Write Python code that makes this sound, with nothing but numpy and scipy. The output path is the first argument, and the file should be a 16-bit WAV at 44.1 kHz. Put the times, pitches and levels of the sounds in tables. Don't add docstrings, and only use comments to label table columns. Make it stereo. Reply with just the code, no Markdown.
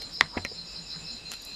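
import sys
import numpy as np
from scipy import signal
from scipy.fft import rfft, irfft
from scipy.io import wavfile

SR = 44100
rng = np.random.default_rng(int(sys.argv[2]) if len(sys.argv) > 2 else 0)


def int16_out(signal):
    q = np.round(np.clip(np.atleast_2d(signal).T, -1, 1) * 32767)
    wavfile.write(sys.argv[1], SR, q.astype(np.int16))


N = 68355
T = np.arange(N) / SR


def from_db(db):
    return 10 ** (np.asarray(db) / 20)


def unit_rms(x):
    return x / np.sqrt(np.mean(x ** 2) + 1e-20)


def at_hz(points, hz):
    table_hz, values = np.transpose(points)
    return np.interp(np.log(hz + 1e-6), np.log(table_hz), values)


def in_time(points):
    return np.interp(T, *np.transpose(points))


def noise(spectrum, correlation):
    hz = np.arange(N // 2 + 1) * SR / N
    alike = np.clip(at_hz(correlation, hz) if np.ndim(correlation) else correlation, -1, 1)
    mid, side = rfft(rng.standard_normal((2, N))) * from_db(at_hz(spectrum, hz))
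    return unit_rms(irfft(np.sqrt(1 + alike) * mid + np.sqrt(1 - alike) * side * [[1], [-1]], N))


def drift(rate_hz):
    return np.interp(T * rate_hz, np.arange(2000), rng.standard_normal(2000))


def swell(middle_s, length_s, edge_s=0.043):
    ramp = np.clip((length_s / 2 - abs(T - middle_s)) / edge_s + .5, 0, 1)
    return np.sin(np.pi / 2 * ramp) ** 2


def bursts(rows):
    return sum(from_db(db) * (T >= s) * np.exp(-abs(T - s) / decay_s) for s, db, decay_s in rows)


def ring(force, hz, t60_s):
    radius, angle = from_db(-60 / (t60_s * SR)), 2 * np.pi * hz / SR
    return signal.lfilter([.5, 0, -.5], [1, -2 * radius * np.cos(angle), radius ** 2], force + 1e-18)


def place(x, pan_db, lag_ms):
    late = np.interp(T - lag_ms / 1000, T, x)
    return np.array([x * from_db(pan_db / 2), late * from_db(-pan_db / 2)])


# f/Hz, level/dB
AIR_SPECTRUM = [(20, -12), (50, 0), (80, -7.5), (130, -8.5), (220, -6.5), (350, -10.5), (700, -12),
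                (1500, -14.5), (2200, -17), (3300, -13.5), (6000, -25.5), (8200, -15), (10000, -26),
                (12500, -27), (15500, -63)]
# t/s, level/dB
AIR_ENVELOPE = [(0, -44.5), (.3, -48.5), (.6, -48.5), (.95, -47.5), (1.3, -47), (1.55, -48)]
# f/Hz, correlation (clipped to +-1)
AIR_CORRELATION = [(60, 1), (300, 0.41), (1200, -0.43), (2500, -0.34), (5000, -0.81), (9000, -0.77),
                   (15000, -1.2)]
def night_air(flicker_db=1.6):
    return from_db(in_time(AIR_ENVELOPE) + flicker_db * drift(19.82)) * noise(AIR_SPECTRUM, AIR_CORRELATION)


# f/Hz, level/dB
CHORUS_SPECTRUM = [(3300, -22), (3750, -9), (4000, 1.5), (4170, -10), (4380, -15.5), (4620, -4.5),
                   (4950, -4), (5250, -12.5), (5600, -12.5), (6300, -26), (6600, -22), (6840, -9.5),
                   (7000, -15), (7170, -15.5), (7400, -36.5)]
# t/s, level/dB
CHORUS_ENVELOPE = [(0, -47), (.3, -48), (.7, -47.5), (1.1, -45), (1.25, -46), (1.55, -44.5)]
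def far_chorus():
    return from_db(in_time(CHORUS_ENVELOPE) + 2 * drift(25)) * noise(CHORUS_SPECTRUM, -0.066)


def yard_echoes(x, t60_s=0.3, echoes_per_s=1900):
    t = T[:SR // 3]
    reflections = rng.standard_normal(len(t)) * (rng.random(len(t)) < echoes_per_s / SR)
    response = reflections * from_db(-60 * t / t60_s)
    return unit_rms(signal.fftconvolve(x, response)[:N]) * np.std(x)


def insect(chirps, hz, stroke_hz, jitter, sag_hz, waver_hz, wet_db, pan_db, lag_ms, step_hz=0):
    middles_s, _, levels_db = np.transpose(chirps)
    envelopes = np.array([swell(s, length_s) for s, length_s, _ in chirps])
    from_middle_s = T - middles_s[envelopes.argmax(0)]
    step = .5 * np.tanh(from_middle_s / .012 + 1)
    stroke_phase = np.cumsum(stroke_hz * (1 + jitter * drift(40))) / SR % 1
    pitch_hz = hz + sag_hz * (.5 - stroke_phase) + step_hz * step + waver_hz * drift(300)
    strokes = np.sin(np.pi * stroke_phase) ** 0.44 * from_db(2.4 * drift(90) + 2.2 * drift(30))
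    tone = unit_rms(strokes * np.sin(2 * np.pi * np.cumsum(pitch_hz) / SR))
    song = from_db(levels_db) @ envelopes * tone
    echoes = place(yard_echoes(song), pan_db, lag_ms)
    diffuse = 0.59 * np.array([yard_echoes(song), yard_echoes(song)])
    mix = place(song, pan_db, lag_ms) + from_db(wet_db) * (echoes + diffuse)
    return mix / np.sqrt(1 + from_db(2 * wet_db))


# middle t/s, length/s, level/dB
NEAR_SONG = [(.015, .1, -37.5), (.21, 0.13, -41.5), (.415, 0.14, -41), (.595, 0.086, -35),
             (.768, 0.066, -35.5), (.945, 0.082, -38.5), (1.13, 0.12, -38), (1.315, 0.13, -37),
             (1.51, 0.11, -35.5)]
RASPY_SONG = [(.012, 0.057, -35.5), (.165, 0.092, -33.5), (.338, 0.11, -36.5), (.495, 0.045, -34.5),
              (.565, 0.12, -42.5), (.72, 0.13, -36), (.91, 0.1, -35), (1.088, 0.082, -36.5),
              (1.47, 0.098, -49)]
HIGH_SONG = [(.07, 0.061, -52), (.22, 0.079, -58), (.385, 0.082, -54), (.54, 0.072, -53),
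             (.695, 0.093, -52), (.845, 0.087, -52.5), (.995, 0.089, -52.5), (1.145, 0.079, -53),
             (1.305, 0.093, -50), (1.455, 0.14, -53)]
LOW_SONG = [(.56, 0.041, -59), (.69, 0.14, -54.5), (.89, 0.12, -51.5), (1.065, 0.13, -47),
            (1.24, 0.13, -47.5), (1.35, 0.054, -47), (1.51, 0.12, -49)]
def insects():
    near = insect(NEAR_SONG, hz=4115, stroke_hz=83, jitter=0.058, sag_hz=233.6, waver_hz=51,
                  wet_db=-2, pan_db=3, lag_ms=0.082)
    rasp_upper = insect(RASPY_SONG, hz=5179, stroke_hz=110, jitter=0.2, sag_hz=220, waver_hz=92.2,
                        wet_db=-3, pan_db=-1, lag_ms=0.067, step_hz=-33.5)
    rasp_lower = insect(RASPY_SONG, hz=4770, stroke_hz=210, jitter=0.16, sag_hz=300, waver_hz=203.4,
                        wet_db=-3, pan_db=2, lag_ms=0.082)
    high = insect(HIGH_SONG, hz=7028, stroke_hz=310, jitter=0.1, sag_hz=80, waver_hz=62,
                  wet_db=-5, pan_db=-1, lag_ms=0.028, step_hz=330.5)
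    low = insect(LOW_SONG, hz=2616, stroke_hz=69, jitter=0.252, sag_hz=152, waver_hz=69.4,
                 wet_db=2, pan_db=-0.5, lag_ms=0.14)
    return near + from_db(-3) * rasp_upper + from_db(-6) * rasp_lower + high + low


# t/s, level/dB, decay/s
TICK_BURSTS = [(0.0192, -30.5, 0.0023), (0.025, -46, 0.01), (.4494, -21, 0.00041), (1.3172, -22.5, 0.0013),
               (1.322, -40, 0.027), (1.3362, -33, 0.0023)]
FIZZ_BURSTS = [(.135, -56.5, 0.02), (1.318, -50, 0.013), (1.419, -46.5, 0.0059), (1.4245, -52.5, 0.0013),
               (1.4495, -38, 0.0023), (1.453, -55, .05)]
# f/Hz, level/dB
TICK_SPECTRUM = [(300, -5), (900, 1), (1400, 6), (3500, 8.5), (5500, 6), (8000, -3), (12000, -1.5),
                 (15000, -23)]
FIZZ_SPECTRUM = [(2000, -32.5), (6000, -3), (9000, -5), (12500, 0.5), (15000, -19)]
def shell_ticks():
    crackle = bursts(TICK_BURSTS) * noise(TICK_SPECTRUM, 0.17)
    fizz = bursts(FIZZ_BURSTS) * from_db(2 * drift(440)) * noise(FIZZ_SPECTRUM, 0.2)
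    return (crackle + fizz) * from_db([[1.5], [-1.5]])


# peak t/s, level/dB, rise/s, decay/s, centre f/Hz
SLIPS = [(0.021, -43, 0.0017, 0.0082, 443), (0.36, -40, 0.022, 0.0056, 990),
         (.3745, -33, 0.0011, 0.013, 730), (0.375, -29, 0.0031, 0.0068, 1920),
         (.519, -39, 0.0029, 0.0034, 470), (.95, -52, 0.024, 0.04, 1580)]
def shell_rubs():
    out = 0
    for s, db, rise_s, decay_s, hz in SLIPS:
        envelope = np.exp(np.minimum((T - s) / rise_s, (s - T) / decay_s))
        spectrum = [(hz / 6, -25), (hz / 1.28, -8), (hz, 0), (hz * 1.35, -9), (hz * 5, -50)]
        out = out + from_db(db + 1.6 * drift(700)) * envelope * noise(spectrum, .85)
    return out


# middle t/s, length/s, level/dB, f/Hz
HUM_SWELLS = [(0.15, 0.11, -65.5, 157.9), (0.248, 0.044, -47.5, 155.4), (0.612, .1, -52, 168.6),
              (0.801, 0.069, -50, 167.2), (0.973, 0.015, -41, 169.5), (1.045, .06, -49.5, 165),
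              (1.135, 0.059, -51.5, 238.7), (1.261, 0.053, -53, 165)]
def low_hum(waver_hz=4):
    out = 0
    for s, length_s, db, hz in HUM_SWELLS:
        phase = 2 * np.pi * np.cumsum(hz + waver_hz * drift(38.76)) / SR
        out = out + from_db(db) * swell(s, length_s) * unit_rms(np.sin(phase))
    return out


def struck_shell(blows, modes, lag_ms, low_cut_hz=253, contact_hz=8000):
    out = 0
    for s, blow_db, pitch_ratio, pan_db in blows:
        impulse = from_db(blow_db) * (np.arange(N) == int(s * SR))
        ringing = sum((-1) ** k * from_db(db) * ring(impulse, hz * pitch_ratio, t60_s)
                      for k, (hz, db, t60_s) in enumerate(modes))
        out = out + place(ringing, pan_db, lag_ms)
    band = signal.butter(1, [low_cut_hz, contact_hz], "band", fs=SR, output="sos")
    return signal.sosfilt(band, out)


# t/s, level/dB, pitch ratio, pan/dB
TOP_BLOWS = [(0.2097, 1, 0.99, -2), (0.2595, -36.5, 0.87, -4)]
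LOWER_BLOWS = [(.4493, -14.5, 0.97, -4), (.4522, -24, 0.94, -9), (.4543, -22, .92, 4),
               (.4635, -28.5, .92, 0)]
# f/Hz, level/dB, t60/s
TOP_MODES = [(403, -15.5, 0.015), (1100, -7, 0.0088), (1470, -7, 0.0064), (1996, -1, .011),
             (2025, -31, 0.046), (2200, -40, 0.035), (3550, -3.5, 0.0052), (4670, -1, 0.0026),
             (7000, -14, 0.0035), (11500, -28.5, 0.0014)]
LOWER_MODES = [(576, -21.5, 0.035), (1350, -12.5, 0.0067), (1980, -14.5, 0.035), (2300, -4.5, 0.016),
               (2730, -3, 0.0051), (5840, -6, 0.0078), (7900, -21, 0.0059)]
def shell_clicks():
    top = struck_shell(TOP_BLOWS, TOP_MODES, lag_ms=0.039)
    lower = struck_shell(LOWER_BLOWS, LOWER_MODES, lag_ms=0.062)
    return top + lower


# t/s, level/dB, contact/s
PILE_PUSHES = [(.2102, -6, 0.00096), (.3675, -11, 0.0012), (.3705, 1, 0.0014), (.4495, -9, 0.0016)]
# f/Hz, level/dB, t60/s
DISH_MODES = [(92.6, -36.5, 0.38), (165, -35, 0.13), (237, -23, 0.04), (335, -19, 0.011),
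              (470, -20.5, .018), (780, -36, 0.017)]
def dish_bumps():
    force = 0
    for s, db, contact_s in PILE_PUSHES:
        push = np.sin(np.pi * np.clip((T - s) / contact_s, 0, 1))
        force = force + from_db(db) * push / push.sum()
    ringing = sum(from_db(db) * ring(force, hz, t60_s) for hz, db, t60_s in DISH_MODES)
    return place(ringing, pan_db=-1, lag_ms=0)


# f/Hz, level/dB
SLAP_SPECTRUM = [(100, -3), (500, 1.5), (1100, 0.5), (2400, -5.5), (4000, -8), (10000, -14.5)]
def slap(x, level_db=-20.5, t60_s=0.13, delay_s=0.002):
    response = noise(SLAP_SPECTRUM, 0.44) * from_db(-60 * T / t60_s) * (T > delay_s)
    response /= np.sqrt(np.sum(response ** 2) / 2)
    return from_db(level_db) * signal.fftconvolve(x, response, axes=1)[:, :N]


def scene():
    shells = shell_clicks() + dish_bumps() + shell_rubs() + shell_ticks()
    return shells + slap(shells) + insects() + far_chorus() + low_hum() + night_air()


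def record(dry):
    stop_db, stop_hz = 60, 16430
    low_pass = signal.cheby2(12, stop_db, stop_hz, fs=SR, output="sos")
    return signal.sosfilt(low_pass, np.clip(dry, -1, 1))


dry = scene()
out = record(dry)
int16_out(out)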